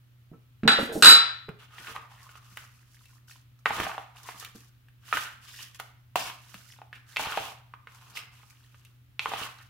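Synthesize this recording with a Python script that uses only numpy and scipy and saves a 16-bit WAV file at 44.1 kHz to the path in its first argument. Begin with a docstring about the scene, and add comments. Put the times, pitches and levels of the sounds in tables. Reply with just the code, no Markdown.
"""Two salad servers dig into a wooden bowl of wet chopped fruit and vegetables: they knock, scrape
and chatter on the wood while the pieces crunch, squelch and tumble. Before they start, a small glass
dish is set down on the stone counter and rattles to rest, ringing. A kitchen with an appliance
humming; the stereo microphone is close to the bowl and has a limiter."""
import sys
import numpy as np
from scipy import signal
from scipy.fft import rfft, irfft
from scipy.io import wavfile
from scipy.ndimage import uniform_filter1d

SR = 44100
rng = np.random.default_rng(int(sys.argv[2]) if len(sys.argv) > 2 else 0)


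def log_audio(samples):
    """Write samples as a 16-bit WAV file to the path given in sys.argv[1]."""
    # one column per channel
    frames = np.atleast_2d(samples).T
    # limit to full scale, then quantise
    limited = np.clip(frames, -1, 1)
    pcm = np.round(limited * 32767).astype(np.int16)
    wavfile.write(sys.argv[1], SR, pcm)


N = 427669
TIME = np.arange(N) / SR
BOWL_MIDDLE_HZ = 1350
# Levels in all tables are relative, ahead of the mix.
# a server knocks on the bowl: start_s, level_db, pitch_hz, tick_db (relative to the knock)
KNOCK_EVENTS = [(1.49, -28, 1508, -20), (1.783, -32, 1990, -16), (1.871, -29, 1800, -19),
                (1.963, -25, 1113, -29), (2.292, -38.5, 1600, -22), (2.355, -38.5, 1100, -16),
                (2.572, -26.5, 1600, -5), (3.056, -46, 2700, 1), (3.658, -5, 1400, -34),
                (3.665, -12.5, 1400, -37), (3.706, -18, 820, -28), (3.801, -14.5, 1490, -18),
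                (3.867, -19.5, 760, -25), (3.98, -19.5, 800, -31), (4.289, -27, 1050, -26),
                (4.426, -34, 1280, -8.5), (4.448, -30.5, 2700, 0), (4.885, -47.5, 1907, -10),
                (5.081, -40, 1700, -5), (5.127, -9, 1330, -33), (5.171, -13, 1630, -15),
                (5.799, -23, 1150, -8), (6.157, -11, 800, -11.5), (6.299, -26.5, 1110, -11),
                (6.543, -29.5, 1900, -7), (6.788, -42.5, 897, -22), (6.817, -33, 847, -38),
                (6.929, -29, 1800, -26), (7.162, -17, 2400, -28), (7.169, -10.5, 2400, -22.5),
                (7.196, -20, 870, -11), (7.322, -21, 1410, -21), (7.374, -13, 880, -22),
                (7.738, -29, 1200, -29), (7.872, -31, 1600, -26), (8.154, -40, 1200, -5),
                (8.172, -24, 2280, -8), (8.432, -46, 1100, -25), (8.745, -43, 1600, -20),
                (8.85, -47, 2600, 4), (9.194, -10.5, 2500, -38), (9.258, -16, 1026, -37),
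                (9.318, -23.5, 770, -22), (9.336, -18.5, 800, -26), (9.586, -40, 3200, -15),
                (9.612, -42.5, 1540, -18)]


def amp(db):
    """Decibels to gain."""
    return np.exp(np.asarray(db) * (np.log(10) / 20))


def rms_one(x):
    """Scale to rms 1."""
    return x / np.sqrt(np.mean(x ** 2) + 1e-20)


def peak_one(x):
    """Scale to peak 1."""
    return x / np.abs(x).max()


def at_hz(points, hz):
    """Read a table on a log-frequency axis."""
    freqs, values = np.transpose(points)
    return np.interp(np.log(hz), np.log(freqs), values)


def add(track, start_s, sound):
    """Mix a sound into a track."""
    i = max(int(start_s * SR), 0)
    track[i:i + len(sound)] += sound[:N - i]


def delay(x, lag_s):
    """The same sound arriving later."""
    return np.interp(TIME - lag_s, TIME, x, left=0)


def fade(t60, length_s):
    """Exponential decay, 60 dB in t60 seconds."""
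    return amp(-60 * TIME[:int(length_s * SR)] / t60)


def cut(x, hz, kind, order=2):
    """Butterworth filter."""
    sos = signal.butter(order, np.clip(hz, 10, .45 * SR), kind, fs=SR, output="sos")
    return signal.sosfilt(sos, x + 1e-18)


def ring(x, hz, t60):
    """One mode: a unit click sets a sine of height 1 ringing."""
    r, w = amp(-60 / (t60 * SR)), 2 * np.pi * hz / SR
    return signal.lfilter([0, np.sin(w)], [1, -2 * r * np.cos(w), r * r], x + 1e-18)


def glide(x, hz, width_hz):
    """A resonance of steady width whose centre moves; rms 1."""
    turn = np.exp(2j * np.pi * np.cumsum(hz) / SR)
    baseband = signal.lfilter([1], [1, -np.exp(-np.pi * width_hz / SR)], x * turn.conj() + 1e-18)
    return rms_one((turn * baseband).real)


def drift(per_s):
    """A slow random wander; rms 1."""
    knots = rng.standard_normal(int(per_s * N / SR) + 2)
    return rms_one(np.interp(TIME * per_s, np.arange(len(knots)), knots))


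def colour(x, spectrum, size=2048):
    """Give a sound a spectrum with a causal filter that keeps the power of white noise."""
    bin_hz = np.arange(size // 2 + 1) * SR / size + 1
    cepstrum = irfft(np.log(amp(at_hz(spectrum, bin_hz))))
    cepstrum[1:size // 2] *= 2
    cepstrum[size // 2 + 1:] = 0
    kernel = irfft(np.exp(rfft(cepstrum)))
    return signal.oaconvolve(x, kernel / np.linalg.norm(kernel))[:len(x)]


def grains(per_s, spread_db, clump_db, clumps_per_s):
    """Tiny random slips and pops of uneven size that come in clumps; rms 1."""
    at = np.flatnonzero(rng.random(N) < per_s / SR)
    chance, sign = rng.random((len(at), 2)).T
    size = np.minimum(-np.log(1 - chance), 5)
    knots = rng.standard_normal(int(clumps_per_s * N / SR) + 2)
    clump = np.interp(at * clumps_per_s / SR, np.arange(len(knots)), knots)
    out = np.zeros(N)
    out[at] = np.sign(sign - .5) * amp(spread_db * size + clump_db * clump)
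    return rms_one(out)


def contact(crumble, t60):
    """One impulse, followed by a short crumble of smaller contacts."""
    push = crumble * fade(t60, .08) * rng.standard_normal(int(.08 * SR))
    push[0] = 1
    return push


def push_shape(length_s, swell_db, release_t60=.31, settle_db=-19, settle_t60=.9):
    """A push bites quickly (a swelling one eases in), holds, then dies away into a faint settling."""
    t = TIME[:int((length_s + 1) * SR)]
    attack_s = .014 + .0025 * max(swell_db, 0)
    hold = amp(swell_db * (np.minimum(t / length_s, 1) - .5))
    after = np.maximum(t - length_s, 0)
    release = np.maximum(amp(-60 * after / release_t60), amp(settle_db - 60 * after / settle_t60))
    return np.minimum(t / attack_s, 1) * hold * release


def room_tone(air_db=-63.5, hum_hz=121.1, hum_db=-56):
    """Faint rumble and hiss under the hum of an appliance."""
    # spectrum of the quiet kitchen: frequency_hz, density_db
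    air_spectrum = [(25, -10.5), (60, -4), (100, -1), (135, -4), (170, -19), (250, -15), (400, -28),
                    (800, -31), (1250, -27), (2000, -29.5), (3000, -28.5), (5000, -36.5), (8500, -41.5),
                    (14000, -34.5)]
    mid, side = [colour(rng.standard_normal(N), air_spectrum) for _ in range(2)]
    side = .4 * side + .6 * cut(side, 500, "high", order=1)  # the channels differ more in the treble
    hum = amp(hum_db + .5 * drift(4.2)) * np.sin(2 * np.pi * hum_hz * TIME)
    return amp(air_db) * cut(mid + side * [[1], [-1]], 42, "high") + hum


def room_tail():
    """One second of diffuse decay, largely alike left and right in the bass, unrelated in the treble."""
    # reverberation of the kitchen: frequency_hz, t60_s
    decay_times = [(100, 0.22), (400, 0.38), (1500, 0.53), (4000, .52), (8000, 0.28), (15000, 0.31)]
    # left-right likeness of diffuse sound: frequency_hz, correlation
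    likeness = [(60, .8), (130, .2), (300, .7), (650, .45), (1400, -.05), (2500, .25), (7000, -.1),
                (15000, -.05)]
    edges_hz = np.geomspace(25, 17000, 25)
    tail, white = 0, rng.standard_normal((2, 2, SR))
    for k, band in enumerate(zip(edges_hz, edges_hz[1:])):
        hz = np.sqrt(band[0] * band[1])
        mid, side = cut(white[k % 2], band, "band")
        alike = at_hz(likeness, hz)
        stereo = np.sqrt(1 + alike) * mid + np.sqrt(1 - alike) * side * [[1], [-1]]
        tail = tail + fade(at_hz(decay_times, hz), 1) * stereo
    tail = tail * (1 - fade(.04, 1))  # the tail takes a moment to build
    return tail / np.sqrt(np.sum(tail ** 2) / 2)


def kitchen(near, send):
    """Direct sound, echoes from counter and body that differ left and right, and the room's tail."""
    # echoes off surfaces near the microphone: left_delay_s, right_delay_s, level_db
    echoes = [(.0011, 0.00073, -14), (.0045, .0049, -15.5), (.0068, .0063, -15.5), (.0105, .0112, -14.5)]
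    out = np.array([near, near])
    for left_s, right_s, db in echoes:
        out = out + amp(db) * np.array([delay(near, left_s), delay(near, right_s)])
    return out + signal.oaconvolve(send[None], room_tail(), axes=1)[:, :N]


def bumps():
    """Soft contacts give a low note and a short thud around it."""
    # dull bumps on the counter: start_s, level_db, pitch_hz, t60_s
    counter_bumps = [(.315, -35, 162, 0.12), (0.329, -41, 321, 0.14), (.335, -49, 1313, 0.089),
                     (.633, -19.5, 223, 0.34), (.652, -17.5, 232.6, 0.25), (.787, -14, 542, 0.073),
                     (.797, -22, 217, 0.14), (.828, -19.5, 242, 0.1), (.89, -26, 467, 0.15),
                     (.92, -25, 434, 0.14), (.953, -18, 322, 0.22), (.975, -21.5, 232, 0.12),
                     (1.484, -31, 410, 0.12), (1.491, -27.5, 157, 0.061), (1.8, -46.5, 200, 0.083),
                     (2.52, -50, 170, 0.063), (4.345, -46.5, 200, .07), (4.55, -35, 220, .08),
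                     (5.15, -40, 300, .12), (6.545, -41.5, 190, .06), (8.11, -49.5, 200, .06)]
    out = np.zeros(N)
    for start_s, db, hz, t60 in counter_bumps:
        decay = fade(t60, .27)
        note = np.sin(2 * np.pi * hz * TIME[:len(decay)])
        noise = cut(rng.standard_normal(len(decay)), [hz * .56, hz * 1.9], "band")
        thud = rms_one(cut(noise, 740, "low"))
        add(out, start_s, amp(db) * decay * (.63 * note + .35 * thud))
    return out


def dish_slides():
    """Glass drags over the grain of the stone with a thin hiss."""
    # the tilted dish slides: start_s, length_s, level_db
    slides = [(.78, .05, -47), (.92, .08, -47)]
    level = np.zeros(N)
    for start_s, length_s, db in slides:
        add(level, start_s, amp(db) * push_shape(length_s, swell_db=.5))
    grit = grains(per_s=4600, spread_db=1.5, clump_db=1.5, clumps_per_s=73)
    return level * rms_one(cut(grit, [3500, 13000], "band"))


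def dish(waver_db=1.8):
    """The dish lands on one edge, then drops flat and rattles; returns its clack and wavering ring."""
    # glass strikes the counter: start_s, clack_db, ring_db, hardness_hz
    strikes = [(.634, -26, -61, 2500), (.677, -3, -14, 3500), (0.684, -9, -23.5, 3000),
               (.716, -13, -24, 4000), (.738, -20, -31.5, 2500), (1.024, 1, -17, 9000),
               (1.034, -3, -16, 7000), (1.046, 2, -16, 10000), (1.058, -2, -7.5, 6000),
               (1.07, -3, -13.5, 5000), (1.084, -2, -8, 7000), (1.097, -3.5, -11, 6000),
               (1.11, -5.5, -13, 6000), (1.123, -9.5, -16, 5000), (1.139, -25.5, -23, 5000)]
    # spectrum of glass on stone: frequency_hz, density_db
    clack_spectrum = [(60, -25), (250, -11.5), (600, -10), (1000, -7), (1400, 2), (2200, -6.5), (4000, -5),
                      (6000, -16.5), (8000, -6), (9500, -27), (12000, -12.5), (15500, -24)]
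    # modes of the dish: pitch_hz, level_db, t60_s
    glass_modes = [(1337, -13, .42), (1420, -20, 0.26), (1506, -14, .3), (2196, -18, .25),
                   (2530, -13.5, .22), (2972, -18, .2), (3970, 4.5, .35), (4538, -9, .3), (4915, -6.5, .35),
                   (7170, -9, .25), (8145, -3.5, 0.22), (8460, -15.5, .28), (10430, -14.5, 0.24),
                   (11500, -11, .22), (11880, -14, .15), (13100, -13, .2), (13400, -15, .18),
                   (13875, -12, .19), (14480, -16, .17), (15460, -13, .15)]
    clack, rings, t = np.zeros(N), np.zeros(N), TIME[:2 * SR]
    for start_s, clack_db, _, hardness_hz in strikes:
        crack = colour(contact(crumble=.69, t60=.04), clack_spectrum)
        add(clack, start_s, amp(clack_db) * peak_one(cut(crack, hardness_hz, "low")))
    start_s, _, ring_db, hardness_hz = np.transpose(strikes)
    for hz, db, t60 in glass_modes:
        # every blow adds energy to the mode; a soft contact leaves the high modes quiet
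        blows = np.zeros(len(t))
        blows[(start_s * SR).astype(int)] = amp(ring_db + db) ** 2 / (1 + (hz / hardness_hz) ** 4)
        energy = signal.lfilter([1], [1, -amp(-60 / (t60 * SR)) ** 2], blows)
        waver = amp(waver_db * drift(60)[:len(t)])
        add(rings, 0, waver * np.sqrt(energy) * np.sin(2 * np.pi * hz * t))
    return clack, rings


def squeaks(rise=.13, slips_per_s=900):
    """Each squeak swells and dies, its pitch rising as the skin stretches."""
    # wet skins rub along a server: start_s, length_s, level_db, pitch_hz
    skin_rubs = [(2.12, .16, -59, 1897), (4.252, 0.081, -44.5, 1993), (5.422, 0.22, -54.5, 3496),
                 (5.441, 0.25, -55, 5240), (5.56, 0.093, -46, 2900), (6.16, .14, -43, 5100),
                 (6.7, 0.04, -55, 5500), (6.942, 0.034, -49.5, 2400), (8.132, 0.091, -48, 5000)]
    out = np.zeros(N)
    for start_s, length_s, db, hz in skin_rubs:
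        along = np.linspace(0, 1, int(length_s * SR))
        slips = rng.standard_normal(len(along)) * (rng.random(len(along)) < slips_per_s / SR)
        squeak = glide(slips, hz * (1 + rise * (along - .5)), width_hz=400)
        add(out, start_s, amp(db) * np.sin(np.pi * along) * squeak)
    return out


def juice_pops(squelch_db, pitches=18, cycles=26):
    """Pockets of juice open with tiny smacks, each ringing at one of a set of pitches."""
    openings = grains(per_s=130, spread_db=2, clump_db=2, clumps_per_s=12)
    pitch_index = rng.integers(0, pitches, N)
    out = np.zeros(N)
    for k, hz in enumerate(np.geomspace(1000, 4300, pitches)):
        out += np.sqrt(hz) * ring(openings * (pitch_index == k), hz, cycles / hz)
    return amp(squelch_db - 4.5) * rms_one(cut(out, [800, 5000], "band"))


def salad(crunch_db, squelch_db):
    """Crisp pieces rub on each other and films of juice snap between them."""
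    # spectra of crisp pieces and of wet ones: frequency_hz, density_db
    crunch_spectrum = [(1300, -16), (2300, -4.5), (2900, 3), (4000, -6.5), (6000, -24)]
    squelch_spectrum = [(3000, -18.5), (4500, -3), (6000, -2.5), (8500, -7.5), (12000, -7), (15500, -12.5)]
    crunch = colour(grains(per_s=2300, spread_db=1.5, clump_db=3, clumps_per_s=90), crunch_spectrum)
    squelch = colour(grains(per_s=2600, spread_db=2.5, clump_db=3, clumps_per_s=51), squelch_spectrum)
    return amp(crunch_db - 7) * crunch + amp(squelch_db - 3) * squelch


def bowl(x):
    """The wood adds its short modes to whatever touches it."""
    # modes of the wooden bowl: pitch_hz, level_db, t60_s
    wood_modes = [(758, -18, .045), (950, -19, 0.04), (1250, -18, 0.064), (1548, -23.5, 0.045),
                  (2346, -16, .035), (2660, -13, 0.05)]
    return x + sum(amp(db - 27) * ring(x, hz, t60) for hz, db, t60 in wood_modes)


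def scrape(level_db, note_hz):
    """The servers slip along the wood; the harder they dig, the more chunks tumble against the bowl."""
    # spectrum of tumbling chunks: frequency_hz, density_db
    tumble_spectrum = [(40, -8), (80, 3.5), (160, -1), (300, -2.5), (550, 0), (900, -11), (2000, -34),
                       (5000, -55)]
    # the rasp lies between the server's note and the middle of the bowl's range
    rasp_hz = BOWL_MIDDLE_HZ * (note_hz / BOWL_MIDDLE_HZ) ** .48
    slips = grains(per_s=2200, spread_db=2.5, clump_db=4, clumps_per_s=96)
    rasp = bowl(glide(slips, rasp_hz, width_hz=580))
    rasp = rms_one(cut(cut(rasp, 3200, "low"), 740, "high"))
    tumble = colour(grains(per_s=500, spread_db=5, clump_db=2.5, clumps_per_s=60), tumble_spectrum)
    return amp(level_db - 5.5) * rasp + amp(1.313 * level_db - 5.5) * tumble


def chatter(level_db, note_hz, wobble=.03):
    """Stick and slip sets the server ringing; the note moves as it slides up or down the wall."""
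    slips = grains(per_s=260, spread_db=2, clump_db=4, clumps_per_s=42)
    note = glide(slips, note_hz * np.exp(wobble * drift(35)), width_hz=155)
    return amp(level_db - 8) * cut(note, 690, "high")


def knocks(cycles=16):
    """A server hits the wood: the point of contact sets the hollow note, the hard edge adds a tick."""
    out = np.zeros(N)
    for start_s, db, hz, tick_db in KNOCK_EVENTS:
        push = contact(crumble=.11, t60=.029)
        hollow = bowl(cut(push, [hz * .75, hz * 1.45], "band"))
        rap = cut(cut(push, 2860, "low", order=4), .41 * hz, "high")
        body = peak_one(hollow + .45 * rap)
        note = peak_one(ring(cut(push, 540, "high"), hz, cycles / hz))
        tick = peak_one(cut(contact(crumble=.67, t60=.018), 2600, "high"))
        add(out, start_s, amp(db) * (peak_one(body + .52 * note) + amp(tick_db) * tick))
    return out


def tossing(light_stroke_db=-45, lump_db=1.3, lumps_per_s=45, jolt_t60=.075, smack_t60=.09):
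    """The servers toss the salad; returns their note (Hz) and scrape, chatter, crunch, squelch (dB)."""
    # strokes through the salad: start_s, length_s, swell_db, from_hz, to_hz,
    # scrape_db, chatter_db, crunch_db, squelch_db
    strokes = [(1.585, 0.055, -1.5, 1250, 1250, -50, -55, -49, -62),
               (1.69, .2, 19, 1250, 1450, -44, -45, -49, -54),
               (1.942, 0.083, -10, 790, 800, -43, -43, -56, -65),
               (2.09, .28, 5.5, 850, 1250, -61, -52, -58, -60.5),
               (2.415, 0.15, 7, 1100, 1310, -63, -62, -63, -60),
               (2.581, 0.065, -5.5, 1700, 1296, -51, -52, -55, -56),
               (2.7, .45, 4, 1350, 1350, -74, -82, -68, -64),
               (3.271, 0.054, 1.5, 1400, 1400, -67.5, -77, -56, -52),
               (3.653, 0.18, 7, 756, 900, -29, -34.5, -37, -42),
               (3.876, 0.17, -11, 783, 776, -44.5, -44.5, -55, -61),
               (4.14, .17, 11, 820, 1097, -55, -47, -55, -55),
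               (4.342, .12, 2.5, 1105, 1250, -49, -53, -53, -52),
               (4.539, 0.11, -3, 1200, 1290, -68, -71.5, -63, -62),
               (5.0, .12, 19, 1610, 1610, -57, -61, -52, -54),
               (5.125, .16, -14, 1457, 1490, -37, -35, -35, -40),
               (5.41, .23, 9, 1510, 1970, -59, -50, -50, -50),
               (5.789, .03, -12.5, 1054, 1060, -42, -49.5, -46, -49),
               (6.154, 0.13, -2, 727, 950, -37, -42, -33, -39),
               (6.41, .14, 11, 1620, 1600, -61, -67, -61, -58),
               (6.569, 0.19, -1, 1600, 1600, -67, -74, -62, -59),
               (6.93, 0.038, -2, 1840, 1710, -51, -49, -53, -65),
               (7.055, .1, 9, 1595, 2000, -54, -66.5, -60, -55.5),
               (7.181, .3, -6, 880, 790, -33, -34, -34, -42.5),
               (7.877, 0.26, 3, 1085, 980, -53, -53, -58, -60),
               (8.147, 0.055, -5.5, 1195, 1190, -44, -50, -39.5, -50),
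               (8.308, 0.59, -5.5, 900, 1470, -65, -72, -65, -65),
               (9.19, .25, 11, 700, 1150, -36.5, -42, -38, -44.5),
               (9.57, .045, -2, 1290, 1310, -58, -60, -61, -60)]
    # single wet pieces come apart: start_s, squelch_db
    smacks = [(2.23, -50), (2.945, -58), (3.59, -60), (4.16, -53), (4.232, -46), (4.397, -41), (4.555, -50),
              (4.605, -53), (5.745, -47), (6.158, -37), (6.72, -50), (7.228, -35), (7.947, -58), (8.1, -53),
              (8.171, -41), (8.5, -54)]
    note_hz, gains = np.full(N, float(BOWL_MIDDLE_HZ)), np.zeros((4, N))
    for start_s, length_s, swell_db, from_hz, to_hz, *levels_db in strokes:
        shape, start = push_shape(length_s, swell_db), int(start_s * SR)
        note_hz[start:] = np.interp(TIME[:N - start], [0, length_s], [from_hz, to_hz])
        for track, db in zip(gains, levels_db):
            add(track, start_s, amp(db) * shape)
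    # pieces give way one by one, so a light stroke is lumpier than a hard one
    lightness = 1 / (1 + gains[0] / amp(light_stroke_db))
    gains = gains * amp(lump_db * lightness * drift(lumps_per_s))
    crunch, squelch = gains[2:]
    # every knock jolts the pieces next to it into a short crunch; harder edges crush more
    for start_s, db, _, tick_db in KNOCK_EVENTS:
        add(crunch, start_s, amp(db - 8 + .5 * tick_db) * fade(jolt_t60, jolt_t60))
    for start_s, db in smacks:
        add(squelch, start_s, amp(db) * fade(smack_t60, smack_t60))
    return note_hz, 20 * np.log10(gains + 1e-9)


def scene():
    """Servers, salad and dish close to the microphone, a touch to the right, over the room tone."""
    note_hz, (scrape_db, chatter_db, crunch_db, squelch_db) = tossing()
    hits, thuds = knocks(), bumps()
    rubbing = scrape(scrape_db, note_hz) + chatter(chatter_db, note_hz)
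    rubbing += juice_pops(squelch_db) + squeaks()
    clack, rings = dish()
    # pieces all over the bowl reach each side of the microphone differently
    pieces = amp(-.5) * np.array([salad(crunch_db, squelch_db) for _ in range(2)])
    near = amp(-1) * hits + amp(-4) * rubbing + amp(-2) * (clack + thuds) + dish_slides()
    send = amp(-10) * hits + amp(-12.5) * rubbing + amp(-17) * pieces[0]
    send += amp(-3) * clack + amp(-10.5) * thuds + amp(-19) * rings
    # the dish stands to one side, so its ring reaches the left channel later
    glass = np.array([delay(rings, .00009), rings])
    return (kitchen(near, send) + pieces + glass) * amp([[-.6], [.6]]) + room_tone()


def record(dry, limit_db=4.5, release_db_per_s=90, cutoff_hz=15750):
    """A fast limiter holds the loudest peaks down, the rest clips at full scale; the top is cut."""
    peak_db = 20 * np.log10(np.abs(dry).max(axis=0) + 1e-9)
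    over_db = np.maximum(peak_db - limit_db, 0)
    held_db = np.maximum.accumulate(over_db + release_db_per_s * TIME) - release_db_per_s * TIME
    limited = np.clip(dry * amp(-uniform_filter1d(held_db, size=32)), -1, 1)
    return signal.sosfilt(signal.ellip(10, .1, 70, cutoff_hz, fs=SR, output="sos"), limited)


dry = scene()
out = record(dry)
log_audio(out)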